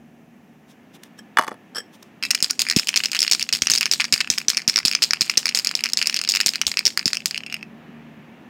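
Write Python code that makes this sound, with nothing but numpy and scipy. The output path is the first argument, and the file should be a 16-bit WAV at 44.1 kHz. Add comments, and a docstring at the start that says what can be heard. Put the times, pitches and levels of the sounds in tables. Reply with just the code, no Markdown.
"""A mixing ball clatters in a hard-shaken spray can: brief impacts excite resonances of the thin steel wall,
damped by the hand and the paint. At the end of each throw the paint slaps and fizzes as grainy noise, sometimes
with a thump of falling pitch and a puff of low noise. Before the shaking, a plastic cap lands on a bench and rocks,
and the can is nudged and brushed: struck resonances and shaped noise. Behind lie rumble, an airy hush, hiss and a
distant engine of three harmonics; near echoes and a thin tail stand for the brick wall, bench and ground."""
import sys
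import numpy as np
from scipy import signal
from scipy.fft import rfft, irfft
from scipy.io import wavfile
from scipy.ndimage import uniform_filter1d, minimum_filter1d

SR = 44100
rng = np.random.default_rng(int(sys.argv[2]) if len(sys.argv) > 2 else 0)


def int16_out(signal):
    """Quantize to a 16-bit WAV file."""
    q = np.round(np.clip(np.atleast_2d(signal).T, -1, 1) * 32767)
    wavfile.write(sys.argv[1], SR, q.astype(np.int16))


N = 374409
TIME = np.arange(N) / SR

# Background levels: (time [s], rumble [dB], hush [dB], distant engine before its waver [dB])
BACKGROUND_LEVELS = [(0, -51, -62, -54), (.6, -52, -61.5, -59), (1.0, -49, -58, -63), (2.2, -49, -57, -77),
                     (3.7, -51, -61, -52), (5.5, -49.5, -52.5, -56.5), (7.3, -49.5, -60, -55.5),
                     (7.85, -46, -52, -46), (8.49, -46, -53.5, -60)]
# Noise spectra: (frequency [Hz], relative density [dB per Hz])
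RUMBLE_SPECTRUM = [(15, -90), (25, -66), (61, -40.5), (96, -18), (140, -12.5), (178, -6.5), (227, -2),
                   (325, -10.5), (407, -13.5), (452, -16.5), (628, -17.5), (763, -15), (900, -26),
                   (1170, -56.5), (1980, -120)]
HUSH_SPECTRUM = [(530, -33), (900, 2), (1570, -2), (1740, 3.5), (2000, -1), (2720, -2), (3230, -8.5),
                 (3970, -15), (7000, -30), (9100, -70), (15400, -120)]
HISS_SPECTRUM = [(3000, -12.5), (6000, 2.5), (9000, -6.5), (11000, -3.5), (13000, -5), (15300, -1),
                 (16000, -11)]
PUFF_SPECTRUM = [(20, -24), (40, -13.5), (65, 0), (110, -2.5), (250, -31.5), (1000, -81)]
FIZZ_SPECTRUM = [(300, -28.5), (900, -13.5), (1600, -20), (2500, -9), (3400, -3.5), (4400, -2),
                 (5400, -2.5), (6000, -13), (6700, -0.5), (8200, -5), (10000, -16), (13000, -15.5),
                 (15800, -21)]
# Engine orders: (multiple of the mean fundamental [1], relative level [dB])
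ENGINE_HARMONICS = [(1, -17.5), (2, -3.5), (3, 0)]
# Echoes from bench, ground and walls, before the treble loss: (delay [s], level [dB])
NEAR_ECHOES = [(.0017, -42.5), (0.0103, -23), (0.0126, -28.5), (.0228, -37), (0.0355, -44)]

# Fingers nudge the can and its rim stutters on the bench: (time [s], level before the common gain [dB])
CAN_NUDGES = [(1.033, -60), (1.189, -41.5), (1.748, -37), (1.7565, -29.5), (1.766, -28.5), (1.781, -26),
              (1.7858, -38), (1.801, -38.5)]
# Fingers brush and tap the can: (time [s], level [dB], Gaussian length [s])
FINGER_BRUSHES = [(0.708, -54.5, 0.017), (0.953, -49, 0.011), (1.036, -35.5, 0.0015), (1.05, -57, 0.018),
                  (1.188, -51, 0.0071), (1.946, -51.5, 0.012), (2.029, -39, 0.0019), (2.033, -64, 0.043)]
# Resonances of the standing can: (frequency [Hz], width [Hz], mean level [dB])
STANDING_CAN_MODES = [(440, 99, 0.5), (1240, 350, -6), (1720, 95, 6.5), (3180, 64, 5), (5240, 350, 2),
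                      (5500, 240, 5.5), (7900, 240, 0), (10400, 500, -15.5), (12200, 1100, -20)]
# The cap lands and bounces: (time [s], level [dB], relative treble [dB], centre of the clack [Hz])
CAP_LANDINGS = [(1.3709, -8.5, -17, 1520), (1.3858, -7, -17, 1330), (1.392, -9.5, -17, 1130),
                (1.393, -17, -20, 317), (1.479, -26, -10, 1990), (1.4822, -23.5, -23, 390),
                (1.516, -26.5, -27, 427)]
# Resonances of the cap's body and of its thin click: (frequency [Hz], width [Hz], mean level [dB])
CAP_BODY_MODES = [(267, 420, -5.5), (632, 26, -4), (714, 19, 0), (908, 45, 5), (1070, 170, 4.5),
                  (1210, 300, 3), (1637, 220, 3), (1810, 270, 2.5), (2300, 470, -5), (2950, 36, 4),
                  (3430, 75, 3)]
CAP_CLICK_MODES = [(4500, 650, 3.5), (6300, 770, 1.5), (8200, 1300, -4.5), (10600, 890, -2),
                   (14000, 2500, -15)]

# Air pushed past the microphone by the swinging can: (time [s], level [dB])
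AIR_PUFFS = [(3.33, -58.5), (3.43, -50), (3.63, -46), (4.14, -45), (4.31, -51), (4.86, -46), (6.68, -44.5),
             (6.87, -50)]
# The paint's weight thumps the can on the hardest throws: (time [s], level [dB])
PAINT_THUMPS = [(2.425, -30), (2.764, -6.5), (3.537, -31), (3.619, -25), (3.702, -30), (4.129, -27.5),
                (4.303, -29), (4.483, -33), (4.678, -20.5), (4.851, -23), (5.214, -27.5), (5.375, -30),
                (6.461, -27), (6.669, -35), (7.059, -20), (7.256, -34)]
# Gripped can in three registers, before stretch and damping: (frequency [Hz], width [Hz], mean level [dB])
LOW_WALL_MODES = [(1490, 1700, -13.5), (1897, 66, -3), (2254, 1050, 1.5), (2645, 547, 8.5),
                  (2581, 260, 4.5), (3140, 560, -5)]
MAIN_WALL_MODES = [(4046, 280, -8), (4260, 1760, -11), (4640, 120, -7), (4930, 1070, 0), (5416, 790, 2),
                   (5690, 180, -4.5)]
TICK_MODES = [(6570, 430, 4), (8290, 950, -6), (9110, 690, -6.5), (10600, 700, -11.5), (12500, 970, -13.5),
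              (12800, 790, -13), (14570, 1800, -16.5)]
# Each throw strikes, glances along the wall and strikes again while the paint slaps the end:
# (time [s], first strike [dB], crossing [s], last strike [dB], mean glancing strike [dB],
#  lower ring relative to the strike at typical hardness [dB], paint slap before the common gain [dB])
BALL_THROWS = [(2.226, -24.5, 0.01, -19, -42, -4.5, -31), (2.251, -23, 0.014, -34, -42, -7.5, -40),
               (2.3058, -20, 0.0053, -11, -20, -7, -36), (2.348, -19, 0.0031, -20, -24, -5, -43),
               (2.388, -37, .016, -29, -57, -11, -53.5), (2.4256, -11, 0.018, -13, -41, -15, -20.5),
               (2.497, -31, .011, -14, -22, -12.5, -36.5), (2.5929, -14.5, 0.025, -13, -20.5, -8.5, -18.5),
               (2.667, -30, .0197, -21, -42, -5, -50), (2.6994, -13, 0.025, -24, -23, -6.5, -37),
               (2.763, -7, 0.033, -13.5, -20, -8.5, -16), (2.8716, -22, 0.014, -19, -43.5, -5, -38),
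               (2.89, -14, 0.051, -25, -49, -2.5, -37), (2.9599, -14, 0.014, -11, -17, -8.5, -19),
               (3.003, -27.5, 0.0033, -59, -42, -3, -53), (3.0365, -20.5, 0.021, -13.5, -25.5, -5, -28.5),
               (3.1167, -21, 0.015, -24, -47, -4.5, -40), (3.1484, -23, .0177, -22, -27.5, -3.5, -32),
               (3.1907, -13, 0.014, -14.5, -37, -17.5, -34), (3.2182, -10, .01, -13.5, -31, -11, -27.5),
               (3.2365, -20, 0.042, -16, -27, -4.5, -38.5), (3.313, -12.5, 0.036, -17, -10.5, -13, -15.5),
               (3.3955, -21.5, 0.031, -14.5, -26, -9.5, -38), (3.49, -23, 0.0039, -44, -37, -6.5, -52),
               (3.5266, -13.5, 0.032, -23.5, -10.5, -12.5, -17.5),
               (3.6203, -9.5, 0.05, -12, -35, -4, -26.5), (3.6995, -11, 0.017, -2.5, -37, -10, -16),
               (3.7364, -13, .04, -13, -14.5, -12, -22.5), (3.8096, -16, 0.02, -18, -26.5, -2.5, -38),
               (3.8567, -13, 0.0072, -23.5, -40, -6.5, -42), (3.9136, -9.5, 0.022, -12.5, -20, -12.5, -16),
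               (3.999, -27, .005, -18, -39.5, 0.5, -48), (4.0109, -20, 0.0069, -22.5, -50, -0.5, -48),
               (4.0423, -20, 0.0096, -23, -33.5, -8, -49), (4.1245, -10, 0.015, -10, -19, -7.5, -17.5),
               (4.178, -23, .013, -42.5, -48.5, -8.5, -55.5), (4.2047, -17, .0078, -20.5, -21, -2, -52),
               (4.3013, -1, 0.023, -35.5, -45.5, -7.5, -19.5),
               (4.3781, -24, 0.0044, -15, -45.5, -5.5, -37.5), (4.4831, -4.5, 0.018, -13, -39, -10, -20.5),
               (4.5328, -29, 0.014, -26, -47.5, -10, -50), (4.5702, -14, .006, -16, -36.5, -5, -42),
               (4.6184, -31.5, .004, -46.5, -56, -11, -68), (4.6777, -5, 0.019, -10, -20.5, -11, -21),
               (4.732, -34, 0.0084, -29, -50.5, -11, -58), (4.7596, -9, 0.028, -14, -19, -7.5, -45.5),
               (4.8512, -10, 0.03, -12.5, -17.5, -9.5, -15.5), (4.9135, -18.5, 0.037, -9, -25, -6.5, -49),
               (5.0212, -14.5, 0.024, -16, -15.5, -13, -16.5), (5.108, -11, .026, -12, -64, -3, -47),
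               (5.2094, -8, 0.017, -20.5, -16, -10.5, -21), (5.2692, -40, 0.0093, -33.5, -53, -11, -55),
               (5.2972, -11.5, .018, -38, -46, -5.5, -32.5), (5.373, -7, 0.0036, -5.5, -27, -9.5, -22),
               (5.4564, -13, 0.034, -17, -24, -5.5, -33), (5.5482, -14, 0.025, -15.5, -34, -10.5, -17),
               (5.5886, -16.5, 0.0077, -19, -45, -11, -42), (5.6471, -17.5, .024, -12.5, -30, -9, -34),
               (5.6913, -22, 0.021, -24.5, -51, -8, -45), (5.7522, -12, 0.021, -29, -41, -15, -32),
               (5.7912, -29, .016, -28, -53, -6, -50), (5.8383, -15, 0.02, -19, -29.5, -4, -36),
               (5.889, -28, .0447, -13, -33, -13, -48), (5.9724, -11.5, 0.017, -20, -25.5, -10.5, -23),
               (6.0149, -19, .0114, -16, -27, -3.5, -51), (6.058, -21, 0.013, -8.5, -57, -7.5, -30),
               (6.0971, -18, 0.029, -31, -51, -6.5, -39), (6.143, -15.5, 0.047, -19, -18, -8, -35),
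               (6.2143, -21, 0.061, -21.5, -28, -6.5, -41), (6.2895, -11.5, .03, -15, -20.5, -18, -21),
               (6.3384, -19.5, 0.032, -18.5, -16, -4.5, -33), (6.403, -16, 0.0082, -13, -75, -3.5, -31),
               (6.4611, -11.5, 0.029, -13.5, -17, -13, -17.5), (6.5358, -25.5, 0.021, -18, -35, -7, -58),
               (6.6149, -14, 0.0059, -27, -42, -5.5, -56), (6.6672, -13, 0.049, -20, -48, -8, -19),
               (6.7713, -14, 0.02, -14.5, -30, -5, -35), (6.8536, -11.5, .024, -16, -12.5, -14, -21),
               (6.9744, -14, .0186, -18.5, -56, -5, -37), (7.057, -3.5, 0.022, -14.5, -43.5, -8.5, -21),
               (7.132, -15, 0.038, -19.5, -26, -7, -42), (7.2579, -14.5, 0.052, -22, -55, -10, -25.5),
               (7.345, -28, 0.032, -23.5, -38, -3, -48), (7.4632, -35, .004, -41, -56, -5.5, -63),
               (7.499, -41, 0.017, -50, -52, -6.5, -62), (7.525, -30, 0.017, -26.5, -68, -1, -55),
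               (7.5658, -42, 0.062, -39.5, -54.5, -7, -60)]
# The wall rings longer when hand and paint load it less: (time [s], damping factor on the widths [1])
GRIP_DAMPING = [(2.22, 0.31), (2.27, 0.28), (2.35, 0.98), (2.6, .9), (2.69, 0.47), (2.8, 1), (7.3, 1),
                (7.47, 0.36), (7.63, 0.44)]
# The lower ring and the tick wander as the shaking goes on:
# (time [s], lower ring before scatter [Hz], relative tick before hardness loss and scatter [dB])
RING_AND_TICK = [(2.24, 2600, -12.5), (2.31, 2550, -2.5), (2.5, 2200, -9), (2.6, 2530, -6.5),
                 (2.69, 2130, -7), (2.85, 2710, -8), (3.3, 2655, -8), (3.8, 2444, -10), (4.25, 2440, -9),
                 (4.9, 2250, -11), (5.2, 2554, -10), (6.0, 2560, -9.5), (6.45, 2580, -8),
                 (6.9, 2380, -12.5), (7.3, 2620, -9.5), (7.48, 2700, -7), (7.63, 2530, -11.5)]

ENGINE_HZ, HISS_DB = 76.2, -71.0  # mean fundamental
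# The cap rocks on its rim ever more weakly: start [s], mean gap [s], initial level [dB], fade [dB/s]
ROCK_START_S, ROCK_GAP_S, ROCK_DB, ROCK_FADE_DB_PER_S = 1.406, .0145, -23.5, 148
ROCK_TREBLE_DB, ROCK_HZ, ROCK_SINK_OCTAVES_PER_S = -12, 1120, 9.0  # relative treble, initial pitch, fall
# A thump starts at (1 + GLIDE) times its final pitch and settles exponentially
THUMP_HZ, GLIDE, GLIDE_S = 179, 1.9, .0019

LOW_HZ, WALL_HZ = 2550, 5050  # reference pitches of the lower and main registers
SPOT_DB, SPOT_SHIFT = 2.2, .018  # scatter of mode levels; log scatter of tick pitch
# A harder strike rings higher, with relatively less lower ring and tick
TYPICAL_DB, LOW_LOSS_DB_PER_DB, TICK_LOSS_DB_PER_DB = -15, .5, .5
SOFT_STRIKE_HZ, FULL_STRIKE_RISE_HZ, PITCH_SCATTER_HZ = 4828, 1250, 165  # rise is that at 0 dB
LOW_SCATTER_DB, TICK_SCATTER_DB = 2.2, 3.0
LOW_RING_SCATTER = .075  # log pitch scatter, before the damping factor
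GLANCE_JITTER, GLANCE_SCATTER_DB = .12, 2.5  # jitter as a share of the crossing
# Loose touches, relative to the two strikes before; later ones are fainter on average
TOUCH_REL_DB, TOUCH_SCATTER_DB, TOUCH_FADE_DB = -21.5, 6.5, 4
TOUCH_SPAN_S, FREE_FLIGHT_SHARE = .075, .3  # longest span; share of the gap left silent in free flight
CEILING, CUTOFF_HZ = .95, 15850  # limiter peak amplitude; upper band edge


def from_db(db):
    """Logarithmic level: decibels become an amplitude factor."""
    return 10 ** (np.asarray(db) / 20)


def rms_one(x):
    """Energy normalisation: scale to unit rms."""
    return x / np.sqrt(np.mean(x ** 2) + 1e-20)


def attack_one(x, size=176):
    """Onset normalisation: give the first four milliseconds unit rms."""
    return x / np.sqrt(np.mean(x[:size] ** 2) + 1e-20)


def add(out, s, sound):
    """Linear superposition: mix a sound in at a time in seconds."""
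    at = max(0, round(s * SR))
    out[at:at + len(sound)] += sound[:max(0, N - at)]


def bandpass(order, low_hz, high_hz):
    """Band limitation: Butterworth filter sections between two frequencies."""
    return signal.butter(order, [low_hz, high_hz], "band", fs=SR, output="sos")


def noise(spectrum):
    """Spectral shaping: weight white noise by frequency and give it unit rms."""
    hz, db = np.transpose(spectrum)
    frequency = np.maximum(np.fft.rfftfreq(N, 1 / SR), 1)
    weight = from_db(np.interp(np.log(frequency), np.log(hz), db))
    return rms_one(irfft(rfft(rng.standard_normal(N)) * weight, N))


def contact(grit, skid_s, size):
    """Impulsive excitation: a sharp blow with a decaying, gritty skid."""
    force = grit * rng.standard_normal(size) * np.exp(-np.arange(size) / SR / skid_s)
    force[0] += 1
    return force


def resonate(force, modes, stretch=1, damping=1):
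    """Modal superposition: parallel resonances, weighted anew as each blow lands on another spot."""
    out = 0
    for k, (hz, width, db) in enumerate(modes):
        radius = np.exp(-np.pi * width * damping / SR)
        angle = 2 * np.pi * hz * stretch / SR
        gain = from_db(db + SPOT_DB * rng.standard_normal()) * (1 - radius * radius) / 2
        poles = [1, -2 * radius * np.cos(angle), radius * radius]
        out = out + (-1) ** k * gain * signal.lfilter([1, 0, -1], poles, force)
    return attack_one(out)


def background():
    """Stationary noise and harmonic synthesis: rumble, hush, a wavering far engine and microphone hiss."""
    s, *columns = np.transpose(BACKGROUND_LEVELS)
    rumble, hush, engine = [from_db(np.interp(TIME, s, column)) for column in columns]
    waver = np.interp(TIME, np.linspace(0, TIME[-1], 40), rng.standard_normal(40))
    phase = 2 * np.pi * np.cumsum(ENGINE_HZ * (1 + .016 * waver)) / SR
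    hum = rms_one(sum(from_db(db) * np.sin(round(k) * phase) for k, db in ENGINE_HARMONICS))
    engine_sound = engine * hum * from_db(2 * waver[::-1])  # time-reversed waver moves the level
    air = rumble * noise(RUMBLE_SPECTRUM) + hush * noise(HUSH_SPECTRUM)
    return air + engine_sound + from_db(HISS_DB) * noise(HISS_SPECTRUM)


def yard(x, tail_db=-18.5, t60=0.21, wall_cut_hz=8000):
    """Reflection and scattering: near echoes and an exponential noise tail, both low-passed."""
    t = TIME[:SR // 2]
    tail = rng.standard_normal(len(t)) * from_db(-60 * t / t60) * (1 - np.exp(-t / 0.00073))
    response = from_db(tail_db) * tail / np.sqrt(np.sum(tail ** 2))
    for delay, db in NEAR_ECHOES:
        response[round(delay * SR)] += from_db(db)
    response = signal.sosfilt(signal.butter(1, wall_cut_hz, fs=SR, output="sos"), response)
    return x + signal.fftconvolve(x, response)[:N]


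def handling(nudge_db=3.0):
    """Free vibration and friction: the nudged standing can rings, and skin hisses over it."""
    out = np.zeros(N)
    for s, db in CAN_NUDGES:
        force = contact(grit=0.47, skid_s=0.0068, size=4000)
        add(out, s, from_db(db + nudge_db) * resonate(force, STANDING_CAN_MODES))
    rub = sum(from_db(db) * np.exp(-.5 * ((TIME - s) / length) ** 2) for s, db, length in FINGER_BRUSHES)
    skin_spectrum = [(100, -30), (1000, -1), (2900, -3), (3550, 2.5),  # (Hz, dB per Hz)
                     (4400, -8), (5500, -2), (7000, -7.5), (15000, -14)]
    return out + rub * noise(skin_spectrum)


def rocking(count=10):
    """Dissipation in repeated contact: uneven, dying cap touches that sink in pitch, as landing rows."""
    delays = ROCK_GAP_S * (np.arange(count) + rng.uniform(-.4, .4, count))
    rows = []
    for t in delays:
        hz = ROCK_HZ * 2 ** (-ROCK_SINK_OCTAVES_PER_S * t)
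        rows.append((ROCK_START_S + t, ROCK_DB - ROCK_FADE_DB_PER_S * t, ROCK_TREBLE_DB, hz))
    return rows


def cap():
    """Selective modal excitation: the edge that lands chooses the hollow clack, under a thin click."""
    out = np.zeros(N)
    dull = signal.butter(2, 4200, fs=SR, output="sos")
    for s, db, treble, hz in CAP_LANDINGS + rocking():
        force = contact(grit=.06, skid_s=.0015, size=8000)
        edge = bandpass(1, hz / 1.4, hz * 1.4)
        body = resonate(signal.sosfilt(edge, force), CAP_BODY_MODES)
        click = resonate(contact(grit=0.66, skid_s=0.003, size=8000), CAP_CLICK_MODES)
        add(out, s, from_db(db) * (signal.sosfilt(dull, body) + from_db(treble) * click))
    return out


def puffs(length_s=0.0096):
    """Air displacement: soft low gusts from the swing, as noise under bell-shaped envelopes."""
    swell = sum(from_db(db) / (1 + ((TIME - s) / length_s) ** 2) for s, db in AIR_PUFFS)
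    return swell * noise(PUFF_SPECTRUM)


def thumps(peak_s=0.004, sharpness=4.4):
    """Transient oscillation: a short dull knock whose pitch falls."""
    out, t = np.zeros(N), TIME[:SR // 20]
    shape = (t / peak_s * np.exp(1 - t / peak_s)) ** sharpness
    cycles = THUMP_HZ * (t + GLIDE * GLIDE_S * (1 - np.exp(-t / GLIDE_S)))
    for s, db in PAINT_THUMPS:
        add(out, s, from_db(db) * shape * np.sin(2 * np.pi * cycles))
    return out


def paint(level_db=-1.0, rise_s=0.00052, decay_s=0.017, linger_db=-22.5, linger_s=0.083, grain_db=5.0):
    """Modulated noise: each slap froths into a grainy fizz, then a weak wash as the paint runs back."""
    swell, t = np.zeros(N), TIME[:SR // 2]
    decay = np.exp(-t / decay_s) + from_db(linger_db) * np.exp(-t / linger_s)
    shape = (1 - np.exp(-t / rise_s)) * decay
    for s, *_, db in BALL_THROWS:
        add(swell, s, from_db(db) * shape)
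    grains = from_db(grain_db * rms_one(uniform_filter1d(rng.standard_normal(N), size=70)))
    return from_db(level_db) * swell * rms_one(noise(FIZZ_SPECTRUM) * grains)


def rolling(level_db=-16.0, low_db=-2.5, grain_db=8.5, release_s=0.0053):
    """Friction-driven resonance: between strikes the ball scrapes a gritty murmur from the wall."""
    pressure = np.zeros(N)
    t = TIME[:SR // 5]
    for s, _, crossing, _, glancing, *_ in BALL_THROWS:
        add(pressure, s, from_db(glancing) * np.exp(-np.maximum(t - crossing, 0) / release_s))
    roughness = rms_one(uniform_filter1d(rng.standard_normal(N), size=90))
    grit = rng.standard_normal(N) * from_db(grain_db * roughness)
    wall = rms_one(resonate(grit, MAIN_WALL_MODES))
    wall += from_db(low_db) * rms_one(resonate(grit, LOW_WALL_MODES))
    return from_db(level_db) * pressure * signal.sosfilt(bandpass(2, 1300, 6600), wall)


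def strikes(glance_count=2, touch_count=3):
    """Successive collisions: (s, dB, lower ring dB) of strikes, glances, and touches that fade on average."""
    out = []
    next_starts = [row[0] for row in BALL_THROWS[1:]] + [GRIP_DAMPING[-1][0]]
    for (s, first, crossing, last, glancing, low, _), following in zip(BALL_THROWS, next_starts):
        end = s + crossing
        # touches stop when the ball flies free, before the next throw lands
        loose_s = min(TOUCH_SPAN_S, (1 - FREE_FLIGHT_SHARE) * (following - end))
        out += [(s, first, low), (end, last, low)]
        for k in range(glance_count):
            share = (k + 1) / (glance_count + 1) + GLANCE_JITTER * rng.uniform(-1.1, 1)
            db = glancing + GLANCE_SCATTER_DB * rng.standard_normal()
            out.append((s + share * crossing, db, low))
        for k in range(touch_count):
            share = (k + rng.uniform(0, 1)) / touch_count
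            db = (first + last) / 2 + TOUCH_REL_DB - k * TOUCH_FADE_DB
            db += TOUCH_SCATTER_DB * rng.standard_normal()
            out.append((end + share * loose_s, db, low))
    return out


def ball(shove_db=-26.5):
    """Impact excitation of a damped shell: a blow rings the wall and shoves the can; its skid ticks above."""
    out = np.zeros(N)
    below, around = bandpass(2, 900, 3600), bandpass(2, 3300, 6600)
    above = signal.butter(2, 5800, "high", fs=SR, output="sos")
    when, low_pitch, tick_db = np.transpose(RING_AND_TICK)
    for s, db, colour in strikes():
        hardness = db - TYPICAL_DB
        low = colour - LOW_LOSS_DB_PER_DB * hardness + LOW_SCATTER_DB * rng.standard_normal()
        tick = np.interp(s, when, tick_db) - TICK_LOSS_DB_PER_DB * max(hardness, 0)
        tick += TICK_SCATTER_DB * rng.standard_normal()
        hz = SOFT_STRIKE_HZ + FULL_STRIKE_RISE_HZ * from_db(db) + PITCH_SCATTER_HZ * rng.standard_normal()
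        blow = contact(grit=.18, skid_s=.0008, size=1300)
        skid = contact(grit=0.63, skid_s=0.0016, size=1300)
        damping = np.interp(s, *np.transpose(GRIP_DAMPING))
        low_shift = np.exp(LOW_RING_SCATTER * damping * rng.standard_normal())
        tick_shift = np.exp(SPOT_SHIFT * rng.standard_normal())
        low_stretch = low_shift * np.interp(s, when, low_pitch) / LOW_HZ
        main_ring = resonate(signal.sosfilt(around, blow), MAIN_WALL_MODES, hz / WALL_HZ, damping)
        low_ring = resonate(signal.sosfilt(below, blow), LOW_WALL_MODES, low_stretch, damping)
        tick_ring = resonate(signal.sosfilt(above, skid), TICK_MODES, tick_shift, damping)
        shove = resonate(blow, [(365, 250, 0)])  # one low resonance (Hz, width Hz, dB)
        strike = main_ring + from_db(low) * low_ring + from_db(tick) * tick_ring + from_db(shove_db) * shove
        add(out, s, from_db(db) * strike)
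    return out


def scene():
    """Superposition at the microphone: reflected sources plus direct thumps, puffs and background."""
    reflected = yard(ball() + rolling() + paint() + cap() + handling())
    return (reflected + thumps() + puffs() + background())[None]


def record(dry):
    """Peak limitation and band limitation: hold the loudest peaks; cut the deepest bass and the top."""
    lean = signal.sosfilt(signal.butter(2, 28, "high", fs=SR, output="sos"), dry)
    allowed = CEILING / np.maximum(np.abs(lean), CEILING)
    gain = uniform_filter1d(minimum_filter1d(allowed, size=31), size=31)
    top_cut = signal.ellip(10, .3, 80, CUTOFF_HZ, fs=SR, output="sos")
    return signal.sosfilt(top_cut, lean * gain)


dry = scene()
out = record(dry)
int16_out(out)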